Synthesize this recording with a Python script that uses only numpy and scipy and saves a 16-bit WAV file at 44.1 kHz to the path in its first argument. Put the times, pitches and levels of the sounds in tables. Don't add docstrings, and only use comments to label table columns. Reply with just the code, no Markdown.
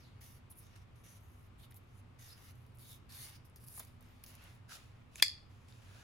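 import sys
import numpy as np
from scipy import signal
from scipy.fft import rfft, irfft
from scipy.io import wavfile

SR = 44100
rng = np.random.default_rng(int(sys.argv[2]) if len(sys.argv) > 2 else 0)


def volts_from_decibels(level):
    exponent = np.asarray(level, float) / 20
    return 10 ** exponent


def dump_mix(stems):
    frames = np.atleast_2d(stems).T
    limited = np.clip(frames, -1, 1)
    pcm = np.round(limited * 32767).astype(np.int16)
    wavfile.write(sys.argv[1], SR, pcm)


N = 266099

# [f/Hz, density/dB per Hz]
AIR_SPECTRUM = [(20, -89.5), (50, -83), (80, -79), (105, -80.5), (160, -88), (250, -94.5), (330, -97.5),
                (620, -103), (1200, -102.5), (1600, -108), (2600, -109), (4000, -117), (6000, -124),
                (12000, -129), (16000, -136)]
# [f/Hz, correlation]
ROOM_CORRELATION = [(30, .94), (100, 0.93), (170, 0.89), (380, 0.077), (950, .1), (2400, 0.065),
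                    (15000, 0.17)]
# [f/Hz, level difference/dB]
ROOM_BALANCE = [(60, 1), (180, -4), (550, 1.5), (1650, 0), (4970, 5), (15000, -4)]
# [f/Hz, full width at half amplitude/Hz, rms level/dB]
DRONE = [(96.5, 9.4, -62.5), (120.9, 8, -66), (242.4, 14, -76)]
# [f/Hz, T60/s]
ROOM_T60 = [(500, 0.16), (2000, 0.47), (4500, 0.4), (8000, 0.3), (15000, 0.11)]
# [f/Hz, correlation]
TAIL_CORRELATION = [(500, .2), (2000, .35), (5000, .5), (9000, 0.74), (15000, 0.76)]
BAND_EDGES = 560 * 2 ** np.arange(0, 5, 1 / 5)
# [t/s, length/s, first level/dB, last level/dB, dullness/dB]
STROKES = [(.0, 0.08, -71, -67, 8.5), (.085, 0.11, -70.5, -80, 13), (.212, 0.17, -60.5, -71, 3),
           (.502, 0.013, -65.5, -56.5, -3), (.556, 0.034, -75.5, -57, -8.5), (.6, 0.072, -67.5, -73.5, 2.5),
           (.66, 0.083, -73.5, -72, 9.5), (.757, 0.029, -64.5, -70.5, 8.5), (.79, 0.036, -80, -72, 10),
           (.958, 0.068, -75, -81, 2), (1.04, 0.14, -63.5, -69, 4), (1.2, 0.27, -77, -77, -4),
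           (1.582, .012, -75, -73, -4), (1.598, 0.033, -65, -70.5, -1), (1.632, 0.021, -62, -66, 3.5),
           (1.71, 0.01, -63.5, -71, -6.5), (1.746, 0.023, -76, -60, -10), (1.8, 0.044, -94, -84, -3),
           (1.87, 0.13, -83.5, -74, -1), (2.19, 0.14, -63, -59.5, 3), (2.33, 0.18, -68, -64, 5.5),
           (2.545, 0.22, -79.5, -86, 2.5), (2.75, 0.0079, -69, -73, -9), (2.792, 0.14, -65, -58, -0.5),
           (2.94, 0.032, -61.5, -67.5, 0), (3.094, 0.022, -62.5, -60.5, 4), (3.122, 0.13, -57.5, -52, 2),
           (3.255, 0.046, -55, -58.5, 3.5), (3.31, 0.055, -64.5, -60.5, 6.5), (3.452, 0.03, -68, -83, -5),
           (3.562, .02, -65.5, -73, -2), (3.6, 0.046, -73, -64, -2.5), (3.664, 0.015, -66, -61, -6),
           (3.68, 0.11, -65.5, -51, -4.5), (3.8, 0.051, -57, -67, 2), (3.87, 0.098, -68, -85, 5),
           (4.008, 0.24, -70.5, -78.5, 9.5), (4.24, 0.0074, -54.5, -65, 5), (4.264, 0.097, -57.5, -72, 0.5),
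           (4.42, 0.16, -70, -80, 5)]
# [t/s, length/s, first level/dB, last level/dB, dullness/dB]
GRIP_MOVES = [(4.3, .18, -70.5, -64.5, 4), (4.49, 0.1, -66.5, -80.5, 1), (4.692, 0.03, -62, -52, -2),
              (4.73, 0.028, -54, -56, -4.5), (4.76, 0.16, -61.5, -80.5, 1), (4.91, .11, -79, -76.5, 6.5),
              (5.12, 0.026, -76.5, -71.5, -1.5), (5.158, 0.022, -61.5, -63, -16),
              (5.18, .022, -59.5, -56.5, -1), (5.5, 0.18, -77, -79.5, 1.5), (5.686, 0.18, -67.5, -79, 0.5),
              (5.82, 0.16, -71.5, -64, 2.5), (5.99, .05, -63, -69, 1)]
# [f/Hz, density/dB per Hz]
STROKE_SPECTRUM = [(600, -9.5), (1200, -2.5), (2200, -1.5), (4000, -2), (6000, -2), (8500, -1), (12500, 5),
                   (14500, -3), (15700, 0), (16300, -30)]
# [f/Hz, density/dB per Hz]
GRIP_SPECTRUM = [(600, -3), (900, -5.5), (1450, -2.5), (1900, -3.5), (2500, -1.5), (5000, -5), (7000, -8),
                 (8500, -9.5), (11000, -9.5), (15500, -18.5), (16500, -35)]
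# [f/Hz, correlation]
FRICTION_CORRELATION = [(600, .5), (2000, 0.12), (5000, 0.24), (7500, 0.82), (15000, 0.9)]
# [t/s, f/Hz, gain/dB]
RASP = [(0, 5300, 9), (.05, 4400, 18), (.1, 3800, 13), (.18, 3800, 2), (.2, 6200, 2), (.48, 6200, 1),
        (.49, 11000, 3), (.52, 11000, 12), (.6, 10400, 7), (.63, 10400, 0), (.64, 6300, 7), (.68, 6300, 9),
        (.78, 5230, 6), (1.02, 6300, 6.5), (1.48, 6200, 6.5), (1.58, 3470, 12), (1.74, 3400, 13),
        (1.85, 6200, 6), (2.19, 6000, 5.5), (2.27, 6070, 6), (2.3, 3900, 9), (2.36, 5900, 5),
        (2.52, 6100, 5), (2.76, 4300, 5), (2.97, 3480, 11), (3.09, 4040, 8), (3.23, 4160, 9),
        (3.27, 5300, 3), (3.38, 5000, 10), (3.698, 5000, 8), (3.78, 4970, -2), (3.8, 3900, 7.5),
        (3.95, 3900, -4), (4.22, 5030, -1), (4.26, 5030, 10.5), (4.4, 5030, -1), (4.45, 2200, 0),
        (4.68, 1450, 15), (4.755, 1450, 9), (4.77, 1500, 0), (4.8, 2400, 0), (5.11, 2400, 3),
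        (5.66, 7440, 1), (5.78, 7400, 3), (5.84, 1490, -3), (6.03, 1495, 11.5)]
# [f/Hz, width/Hz, mean gain/dB]
BOARD = [(1850, 130, -8.5), (2200, 150, -7), (2870, 150, -9), (3680, 200, -6.5), (4500, 130, -7.5),
         (5110, 140, -7.5), (5880, 150, -7), (6470, 120, -6.5), (8640, 190, -1), (9400, 460, -3),
         (10500, 120, -3.5), (11550, 380, -7), (12300, 300, -6), (14920, 500, -6)]
# [t/s, peak level/dB, centre f/Hz]
TICKS = [(.2079, -60, 11800), (.524, -56, 3300), (.555, -56, 11000), (1.632, -60, 3300), (1.645, -59, 3600),
         (1.711, -59, 1750), (1.721, -60, 1750), (1.722, -58, 3400), (1.7434, -47, 11600),
         (2.555, -59, 11500), (2.6647, -57, 11000), (2.772, -56, 9800), (2.7857, -50, 9460),
         (3.123, -46.5, 5040), (3.4982, -56.5, 10000), (3.5597, -43.5, 10800), (3.562, -60, 5000),
         (3.571, -60, 5000), (3.64, -52, 10800), (3.684, -38.5, 11000), (3.686, -55, 5000),
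         (3.798, -34.5, 10660), (3.802, -49.5, 4000), (3.803, -58, 1700), (3.822, -49, 11500),
         (3.7946, -31, 13900), (3.849, -42, 11170), (4.0088, -53, 10500), (4.0254, -53, 11000),
         (4.2378, -37, 11100), (4.2623, -46, 12700), (4.2627, -48, 5030), (4.352, -44.5, 9900),
         (4.4394, -48, 11000), (4.55, -55, 12000), (5.1566, -43, 2057), (5.1569, -38, 7340),
         (5.197, -43, 2400), (5.2, -44, 3590), (5.2, -45, 2003), (5.2, -51, 6700), (5.6845, -55, 6020),
         (5.7237, -53, 3790)]
# [t/s, peak level/dB, f/Hz]
THUDS = [(3.775, -52.5, 1000), (3.794, -51, 1060), (3.798, -57, 1610), (3.801, -55, 580)]
# (t/s, peak level/dB, f/Hz)
DETENT = (5.198, -40, 2620)
# [t/s, strength/dB, f/Hz above which modes are excited]
CONTACTS = [(5.2229, -9.5, 6000), (5.2236, -16.5, 0), (5.2251, 1, 6000), (5.2365, -30.5, 0),
            (5.2248, -9, 0)]
STRIKE_S = CONTACTS[-1][0]
# [f/Hz, peak level/dB, T60/s, left over right/dB]
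KNIFE_MODES = [(1746, -26, 0.02, 3), (2060, -28.5, 0.03, 4), (2400, -26.5, 0.026, 4.5),
               (2770, -41.5, .03, -1.5), (3180, -40.5, .02, 5), (3380, -46, 0.27, 2),
               (3416, -16, 0.016, 7.5), (4200, -29.5, 0.02, 4), (4455, -22.5, 0.012, -1.5),
               (4530, -19, 0.007, 12.5), (4900, -16.5, 0.0067, 0), (5020, -23, 0.0085, -1),
               (6450, -33, 0.011, 0), (7240, -33, .012, 1), (8840, -19, 0.005, -1), (9760, -23, 0.005, 2.5),
               (12400, -19.5, 0.005, 1.5), (14300, -22.5, 0.005, 1), (1250, -35.5, 0.0091, -6)]
# [low f/Hz, high f/Hz, relative level/dB, T60/s]
CHATTER = [(1750, 2700, -38.5, 0.15), (3267, 3550, -42, .3), (4260, 5150, -33, 0.28),
           (5600, 8300, -39.5, 0.14), (8000, 12500, -45, 0.17)]


def rms_one(x):
    return x / np.sqrt(np.mean(x ** 2) + 1e-20)


def at_hz(points, hz):
    table = np.array(points)
    return np.interp(np.log(hz), np.log(table[:, 0]), table[:, 1])


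def drift(rate_hz):
    r = np.exp(-80 * np.pi * rate_hz / SR)
    slow = signal.lfilter([1], [1, -2 * r, r * r], rng.standard_normal(N // 40 + 2002))[2000:]
    return np.interp(np.arange(N) / 40, np.arange(len(slow)), rms_one(slow))


def band(x, low_hz, high_hz):
    return signal.sosfilt(signal.butter(2, [low_hz, high_hz], "band", fs=SR, output="sos"), x)


def ring(excitation, hz, t60):
    r, w = volts_from_decibels(-60 / (t60 * SR)), 2 * np.pi * hz / SR
    return signal.lfilter([0, np.sin(w)], [1, -2 * r * np.cos(w), r * r], excitation + 1e-18)


def spread(mid, side, correlation):
    correlation = np.clip(correlation, -1, 1)
    return np.sqrt(1 + correlation) * mid + np.sqrt(1 - correlation) * side * [[1], [-1]]


def room_tone():
    hz = np.maximum(np.fft.rfftfreq(N, 1 / SR), 1)
    air = volts_from_decibels(at_hz(AIR_SPECTRUM, hz))
    power = (volts_from_decibels(-60.5) * rms_one(air)) ** 2
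    for centre_hz, width_hz, level_db in DRONE:
        peak = 1 / (1 + (2 * (hz - centre_hz) / width_hz) ** 2)
        power = power + (volts_from_decibels(level_db) * rms_one(peak)) ** 2
    mid, side = rfft(rng.standard_normal((2, N)))
    pan = volts_from_decibels(at_hz(ROOM_BALANCE, hz) * np.array([[.5], [-.5]]))
    correlation = at_hz(ROOM_CORRELATION, hz)
    return irfft(np.sqrt(power / (1 + correlation)) * pan * spread(mid, side, correlation), N)


def room(x):
    t = np.arange(int(.4 * SR)) / SR
    mid, side = rng.standard_normal((2, len(t)))
    tail = 0
    for low, high in zip(BAND_EDGES, BAND_EDGES[1:]):
        hz = np.sqrt(low * high)
        noise = band(spread(mid, side, at_hz(TAIL_CORRELATION, hz)), low, high)
        late = volts_from_decibels(-60 * t / at_hz(ROOM_T60, hz))
        early = volts_from_decibels(7 - 60 * t / 0.045)
        tail = tail + noise * (late + early)
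    tail = tail * np.clip((t - .002) / .004, 0, 1)
    unit_tail = tail / np.sqrt(np.sum(tail ** 2) / 2)
    return signal.fftconvolve(x, unit_tail, axes=1)[:, :N]


def ports(x):
    lag_s, split_hz = 0.0001864, 7560
    hz = np.fft.rfftfreq(N, 1 / SR)
    late = 1 / (1 + (split_hz / (hz + 1)) ** 24)
    turns = late * (hz * lag_s - 1)
    left = irfft(rfft(x[0]) * np.exp(-2j * np.pi * turns), N)
    return np.array([left, x[1]])


def joined(moves, catch_db_per_s, lift_db_per_s):
    t = np.arange(0, N + 20, 20) / SR
    power, dull_db = 1e-11, 0
    for s, length_s, first_db, last_db, own_dull_db in moves:
        glide_db = np.interp(t, [s, s + length_s], [first_db, last_db])
        catch_db = catch_db_per_s * np.maximum(s - t, 0)
        lift_db = lift_db_per_s * np.maximum(t - s - length_s, 0)
        own_power = volts_from_decibels(2 * (glide_db - catch_db - lift_db))
        power = power + own_power
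        dull_db = dull_db + own_dull_db * own_power
    return [np.interp(np.arange(N) / SR, t, c) for c in (10 * np.log10(power), dull_db / power)]


def friction(level_db, dull_db, spectrum, per_s, grain_db, patchy_db, pivot_hz):
    sizes = volts_from_decibels(grain_db * np.minimum(rng.exponential(1, (4, N)), 5)) * rng.choice([-1, 1], (4, N))
    slips = (sizes * (rng.random((4, N)) < per_s / SR)).reshape(2, 2, N)
    s, *rasp = np.transpose(RASP)
    rasp_hz, rasp_db = [np.interp(np.arange(0, N, 20) / SR, s, c) for c in rasp]
    out, power, judder = 0, 0, drift(25.0)
    for k, (low, high) in enumerate(zip(BAND_EDGES, BAND_EDGES[1:])):
        hz = np.sqrt(low * high)
        mid, side = rms_one(band(slips[k % 2], low, high))
        tilt_db = dull_db[::20] * np.tanh(np.log2(pivot_hz / hz))
        lift_db = rasp_db * np.exp(-.5 * (np.log2(hz / rasp_hz) / .14) ** 2)
        shape = np.sqrt(high - low) * volts_from_decibels(at_hz(spectrum, hz) + tilt_db + lift_db)
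        patches = volts_from_decibels(patchy_db * (0.3 * judder + drift(6.2)))
        stereo = spread(mid, side, at_hz(FRICTION_CORRELATION, hz))
        out = out + np.repeat(shape, 20)[:N] * patches * stereo
        power = power + shape ** 2
    return volts_from_decibels(level_db) * out / np.repeat(np.sqrt(power), 20)[:N]


def strokes():
    level_db, dull_db = joined(STROKES, catch_db_per_s=3000.0, lift_db_per_s=1000.0)
    hiss = friction(level_db, dull_db, STROKE_SPECTRUM, per_s=5000.0, grain_db=3.0, patchy_db=2.0,
                    pivot_hz=6000)
    out = 0.61 * hiss
    for hz, width_hz, gain_db in BOARD:
        resonance = signal.lfilter(*signal.iirpeak(hz, hz / width_hz, SR), hiss)
        out = out + volts_from_decibels(gain_db + 3.5 * drift(5.0)) * resonance
    return out


def grip():
    level_db, dull_db = joined(GRIP_MOVES, catch_db_per_s=1399.5, lift_db_per_s=900)
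    return friction(level_db, dull_db, GRIP_SPECTRUM, per_s=4500.0, grain_db=3.0, patchy_db=1.0,
                    pivot_hz=3002)


def ticks(t60=0.0055, cycles=6.7):
    out, t = np.zeros(N), np.arange(3000) / SR
    noise = rng.standard_normal((len(TICKS), len(t)))
    for (s, peak_db, hz), puff in zip(TICKS, noise):
        puff = puff * volts_from_decibels(-60 * t / (t60 + cycles / hz)) * np.minimum(t / 0.00079, 1)
        core = band(puff, hz / 1.23, min(hz * 1.3, 16500))
        crack = band(puff, hz / 2.1, min(hz * 1.0, 16000))
        tick = core + 0.33 * crack
        at = round(s * SR)
        out[at:at + len(t)] += volts_from_decibels(peak_db) * tick / np.abs(tick).max()
    return out


def thuds():
    out, t = np.zeros(N), np.arange(3000) / SR
    noise = rng.standard_normal((len(THUDS), len(t)))
    for (s, peak_db, hz), puff in zip(THUDS, noise):
        push = band(puff * t * volts_from_decibels(-60 * t / 0.026), hz / 1.7, hz * 2.2)
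        thud = ring(push, hz, t60=.009)
        at = round(s * SR)
        out[at:at + len(t)] += volts_from_decibels(peak_db) * thud / np.abs(thud).max()
    return out


def detent():
    s, peak_db, hz = DETENT
    click = np.zeros(N)
    click[round(s * SR)] = 1
    mode = ring(ring(click, hz, t60=.008), hz, t60=.008)
    return volts_from_decibels(peak_db) * mode / np.abs(mode).max()


def chatter():
    since = np.arange(N) / SR - STRIKE_S
    sizes = volts_from_decibels(3.0 * rng.exponential(1, (2, N))) * rng.choice([-1, 1], (2, N))
    touches = sizes * (rng.random((2, N)) < 3000.0 / SR)
    out = 0
    for low_hz, high_hz, level_db, t60 in CHATTER:
        mid, side = rms_one(band(band(touches, low_hz, high_hz), low_hz, high_hz))
        decay = volts_from_decibels(level_db - 60 * np.maximum(since, 0) / t60)
        rise = np.clip(since / .006, 0, 1)
        out = out + decay * rise * spread(mid, side, .3)
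    return out


def snap():
    edge = np.zeros(N)
    edge[round(STRIKE_S * SR)] = 1
    return band(edge, 2400, 12000)


def lock(swell_s=0.0052):
    out, s = np.zeros((2, N)), np.transpose(CONTACTS)[0]
    for k, (hz, level_db, t60, pan_db) in enumerate(KNIFE_MODES):
        clicks = np.zeros(N)
        strengths = [volts_from_decibels(strength_db) * (hz > lowest_hz) for _, strength_db, lowest_hz in CONTACTS]
        clicks[np.round(s * SR).astype(int)] = strengths
        mode = ring(ring(clicks, hz, swell_s), hz, t60)
        gain = volts_from_decibels(level_db + pan_db * np.array([[.5], [-.5]]))
        out += gain * (-1) ** k * mode / np.abs(mode).max()
    blow = np.zeros(N)
    blow[round(STRIKE_S * SR)] = volts_from_decibels(-5.0)
    knock = band(blow, 300, 1900) * volts_from_decibels([[-2.5], [1.5]])
    since = np.maximum(np.arange(N) / SR - s[0], 0)
    burst = volts_from_decibels(-1.5 - 60 * since / 0.01) * np.minimum(since / swell_s, 1) * rng.standard_normal(N)
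    return out + knock + band(burst, 4800, 10500)


def scene():
    rubbing = strokes() + grip()
    hits = detent() + ticks() + thuds()
    edge = snap()
    knife = lock() + chatter()
    wet = room(volts_from_decibels(-21) * knife + volts_from_decibels(-10.5) * hits + volts_from_decibels(-12.0) * edge + volts_from_decibels(-10.5) * rubbing)
    return ports(knife + hits + volts_from_decibels(-5.5) * edge + rubbing + wet) + room_tone()


def band_limit(x):
    return signal.sosfilt(signal.butter(12, 16870, fs=SR, output="sos"), x)


def record(dry):
    mix = signal.sosfilt(signal.cheby2(10, 25, 16400, fs=SR, output="sos"), dry)
    return band_limit(mix)


dry = scene()
out = record(dry)
dump_mix(out)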